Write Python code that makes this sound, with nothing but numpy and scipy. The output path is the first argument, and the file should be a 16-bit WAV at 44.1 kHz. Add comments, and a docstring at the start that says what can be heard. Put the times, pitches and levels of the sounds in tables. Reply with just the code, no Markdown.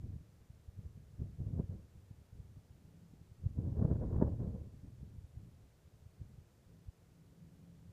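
"""Wind buffets a small microphone on a quiet, rocky desert hillside.
Slow swirls rumble on the port and passing eddies thump it softly; two main gusts, the second
stronger, break up into a rough flutter of small, fast swirls. Behind the wind lie a faint, far
engine drone that swells three times, the steady hush of open air and the microphone's own hiss."""
import sys
import numpy as np
from scipy import signal
from scipy.fft import rfft, irfft, next_fast_len
from scipy.io import wavfile
from scipy.ndimage import uniform_filter1d

SR = 44100
rng = np.random.default_rng(int(sys.argv[2]) if len(sys.argv) > 2 else 0)


def materialize(psi):
    """Save the field psi as 16-bit PCM at rate SR to the path in sys.argv[1].

    A 1-D psi becomes a single channel; in a 2-D psi each row is a channel.
    """
    bounded = np.clip(np.atleast_2d(psi).T, -1, 1)
    quanta = np.round(bounded * 32767).astype(np.int16)
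    wavfile.write(sys.argv[1], SR, quanta)


N = 349272


def wind():
    """Turbulence on the port: a rumble of large, slow swirls, eddy thumps and a flutter on top."""
    # spectrum of the buffeting: f/Hz, relative level/dB
    buffet_spectrum = [(20, -8), (40, -14.5), (65, 1), (95, 1.5), (140, -4), (190, -9.5), (250, -17),
                       (320, -20.5), (400, -29.5), (600, -35), (1200, -65)]
    buffet_db, flutter_db = gusts()
    # the rumble arrives in lumps, with short lulls between them
    swirl = evened(coloured_noise(buffet_spectrum) * from_db(3 * drift(rate_hz=25)), span_s=0.06)
    rumble = driven(swirl, from_db(buffet_db + 3.48), split_hz=160, bright_db=-46, brightening=0.35)
    thumps, wakes = eddies(buffet_db)
    return rumble + from_db(-0.6) * thumps + flutter(swirl, flutter_db + 0.34, wakes)


def gusts():
    """Buffet and flutter envelopes in dB: each gust rises fast, holds and dies away over a breeze."""
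    # gusts at the port: arrival t/s, hold/s, relative buffet level/dB, relative flutter level/dB,
    # fade/(dB/s)
    gust_cues = [(-0.012, 0.13, -48.5, -76, 104), (0.783, 0.042, -54.5, -74, 30),
                 (1.205, 0.031, -46, -68, 108), (1.399, 0.12, -44.5, -63, 100),
                 (1.55, .06, -42.5, -57, 194), (1.72, 0.015, -48, -58, 122), (2.353, 0.091, -59, -84, 70),
                 (3.443, .02, -47, -74, 105), (3.582, .15, -43, -56, 105), (3.775, 0.18, -38.5, -48, 161),
                 (4.021, 0.013, -38.5, -43.5, 128), (4.105, 0.17, -38, -46.5, 88),
                 (4.4, 0.045, -41, -50.5, 72), (4.542, .015, -47, -55, 55), (4.847, .02, -53, -76, 74),
                 (4.993, 0.1, -55, -75, 50), (5.35, 0.083, -57, -79, 49), (6.205, 0.014, -55.5, -73.5, 132),
                 (6.349, 0.017, -61, -75, 150), (7.886, .03, -59, -82, 60)]
    rise_db_per_s, settle_db_per_s = 279, 1.0
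    flutter_steepness = 1.65   # flutter comes and goes faster than the buffeting
    t = np.arange(N) / SR
    buffet_db = -64 - settle_db_per_s * t + 4.5 * drift(rate_hz=9)   # light breeze in small puffs
    flutter_db = np.full(N, -np.inf)
    for start_s, hold_s, buffet_top_db, flutter_top_db, fade_db_per_s in gust_cues:
        below_db = rise_db_per_s * np.maximum(start_s - t, 0)
        below_db += fade_db_per_s * np.maximum(t - start_s - hold_s, 0)
        buffet_db = np.maximum(buffet_db, buffet_top_db - below_db)
        flutter_db = np.maximum(flutter_db, flutter_top_db - flutter_steepness * below_db)
    return buffet_db, flutter_db


def eddies(buffet_db):
    """Each vortex passing the port thumps it with a pressure swing; returns thumps and wake envelope."""
    # large eddies: t/s, relative peak level/dB, centre f/Hz
    eddy_cues = [(0.164, -36, 109), (0.505, -40.5, 85), (0.689, -39.5, 72), (0.793, -35, 97),
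                 (0.864, -39, 84), (0.977, -42.5, 123), (1.221, -29.5, 128), (1.54, -35, 126),
                 (1.6, -22, 147), (1.698, -32, 105), (2.112, -39.5, 110), (2.331, -44, 86),
                 (2.402, -38.5, 76.5), (3.138, -48.5, 160), (3.217, -46, 98), (3.32, -47, 84),
                 (3.466, -22.5, 85), (3.59, -26.5, 120), (3.675, -28.5, 122), (3.825, -21, 141),
                 (3.854, -21.5, 133), (3.915, -19, 126), (4.225, -16.5, 170), (4.548, -34, 139),
                 (5.032, -35.5, 115), (5.187, -40, 71.5), (5.247, -41, 81), (5.376, -35, 82),
                 (6.066, -45, 83), (6.218, -38.5, 82), (6.387, -43.5, 83), (6.888, -37, 70)]
    steepness, wake_spread_s, stiff_wind_db = 4.87, 0.0083, -43
    thumps, wakes = np.zeros(N), np.zeros(N)
    for (pass_s, db, hz), phase in zip(eddy_cues, 2 * np.pi * rng.random(len(eddy_cues))):
        span = np.arange(max(int((pass_s - 0.06) * SR), 0), min(int((pass_s + 0.06) * SR), N))
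        t = span / SR - pass_s
        # the pressure falls off as a power of the distance from the core; small vortices pass faster
        swing = (1 - 2j * np.pi * hz * t / steepness) ** -(steepness + 1)
        thumps[span] += from_db(db) * np.real(swing * np.exp(1j * phase))
        # the wake is stronger behind small, fast eddies and in a stiff wind
        wake_db = -34 + 17.5 * np.log2(hz / 102) + np.maximum(buffet_db[span] - stiff_wind_db, 0)
        wakes[span] += from_db(db + wake_db) * np.exp(-0.5 * (t / wake_spread_s) ** 2)
    return thumps, wakes


def flutter(swirl, level_db, wakes):
    """Small, fast swirls burst from the crests of the large ones and in the wake of each eddy."""
    # spectrum of the flutter: f/Hz, relative level/dB
    flutter_spectrum = [(120, -18.5), (220, 3.5), (310, 1.5), (365, 1), (450, 4.5), (620, -4.5), (800, -13),
                        (1000, -13), (1280, -24.5), (1650, -27), (2100, -43.5), (3000, -83)]
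    crest_share = 0.49
    crests = np.sqrt(1 - crest_share + crest_share * swirl ** 2)
    bursts = evened(crests * from_db(1.5 * drift(rate_hz=31)), span_s=0.045)
    force = np.hypot(from_db(level_db) * bursts, wakes)
    return driven(coloured_noise(flutter_spectrum), force, split_hz=640, bright_db=-41, brightening=0.46)


def driven(noise, force, split_hz, bright_db, brightening):
    """Scale noise by the force of the flow; a stronger flow holds more small, bright swirls."""
    lows = signal.sosfiltfilt(signal.butter(2, split_hz, fs=SR, output="sos"), noise)
    highs_gain = np.clip(force / from_db(bright_db), 0.05, 2) ** brightening
    return force * (lows + highs_gain * (noise - lows))


def far_engine():
    """A dull rumble and a few low tones, blurred and wavering after their long way through moving air."""
    # swells carried on the wind: peak t/s, spread/s, rumble level/dB, overall tone level/dB
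    swells = [(3.0, 0.24, -64, -66), (6.77, 0.066, -67.5, -66), (7.62, 0.34, -64.5, -61.5)]
    # engine tones: f/Hz, width/Hz, relative level/dB
    partials = [(154.8, 17, -4), (169.6, 3.3, -1), (278.6, 4.1, -13), (542, 6.6, -27)]
    # spectrum of the engine rumble: f/Hz, relative level/dB
    rumble_spectrum = [(60, -11), (100, -1.5), (160, -4.5), (205, -4.5), (255, -18), (380, -16),
                       (600, -35.5)]
    t, tones = np.arange(N) / SR, np.zeros(N)
    rumble_gain, tones_gain = from_db(-80), from_db(-85)   # between the swells
    for peak_s, spread_s, rumble_db, tones_db in swells:
        swell = np.exp(-0.5 * ((t - peak_s) / spread_s) ** 2)
        rumble_gain = np.hypot(rumble_gain, from_db(rumble_db) * swell)
        tones_gain = np.hypot(tones_gain, from_db(tones_db) * swell)
    for hz, width_hz, db in partials:
        waver = drift(width_hz / 2) + 1j * drift(width_hz / 2)
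        tone = np.real(waver * np.exp(2j * np.pi * hz * t))
        tones += from_db(db) * evened(tone, span_s=0.29)
    return rumble_gain * coloured_noise(rumble_spectrum) + tones_gain * tones


def hillside_air():
    """The soft, steady hush of air moving over distant slopes."""
    # spectrum of the open air: f/Hz, relative level/dB
    air_spectrum = [(25, -11.5), (60, -0.5), (140, -2.5), (220, -8.5), (320, -11.5), (440, -10), (700, -17),
                    (1000, -22.5), (1600, -26.5), (3000, -43)]
    return from_db(-70) * coloured_noise(air_spectrum)


def microphone_hiss():
    """The microphone's own faint, broad noise floor."""
    # spectrum of the hiss: f/Hz, relative level/dB
    hiss_spectrum = [(200, 0), (2000, 2), (4000, -0.5), (6500, -1), (7400, -1), (8100, -3), (11000, -5),
                     (15000, -7)]
    return from_db(-79) * coloured_noise(hiss_spectrum)


def coloured_noise(spectrum):
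    """Unit-power noise shaped by an EQ curve of (f/Hz, level/dB) points."""
    hz, db = np.transpose(spectrum)
    size = next_fast_len(N)
    bins = np.maximum(np.fft.rfftfreq(size, 1 / SR), 1)
    gain = from_db(np.interp(np.log(bins), np.log(hz), db))
    gain *= np.minimum(bins / hz[0], 1) ** 2 * np.minimum(hz[-1] / bins, 1) ** 2   # both ends roll off
    return unit_power(irfft(rfft(rng.standard_normal(size)) * gain, size)[:N])


def drift(rate_hz):
    """Smooth random modulation of unit power, changing about rate_hz times a second."""
    hop, run_in = 40, 2000   # samples per control step; steps for the filter to settle
    pole = np.exp(-2 * np.pi * rate_hz * hop / SR)
    steps = rng.standard_normal(N // hop + run_in + 2)
    slow = signal.lfilter([1], [1, -2 * pole, pole * pole], steps)[run_in:]
    return np.interp(np.arange(N) / hop, np.arange(len(slow)), unit_power(slow))


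def evened(x, span_s):
    """Ride the gain towards unit power over each span; quicker lumps stay."""
    size = max(int(span_s * SR), 2)
    return x / np.sqrt(uniform_filter1d(uniform_filter1d(x ** 2, size), size) + 1e-9)


def unit_power(x):
    """Scale to an RMS of one."""
    return x / np.sqrt(np.mean(x ** 2) + 1e-20)


def from_db(db):
    """Decibels to gain."""
    return 10 ** (np.asarray(db) / 20)


def scene():
    """Wind on the port up front, the quiet landscape behind it, in mono."""
    return (wind() + far_engine() + hillside_air())[None]


def record(dry):
    """The microphone adds its hiss; a steep low-pass cuts the top."""
    cutoff_hz = 15250
    high_cut = signal.ellip(12, 0.1, 80, cutoff_hz, fs=SR, output="sos")
    return signal.sosfilt(high_cut, dry + microphone_hiss())


dry = scene()
out = record(dry)
materialize(out)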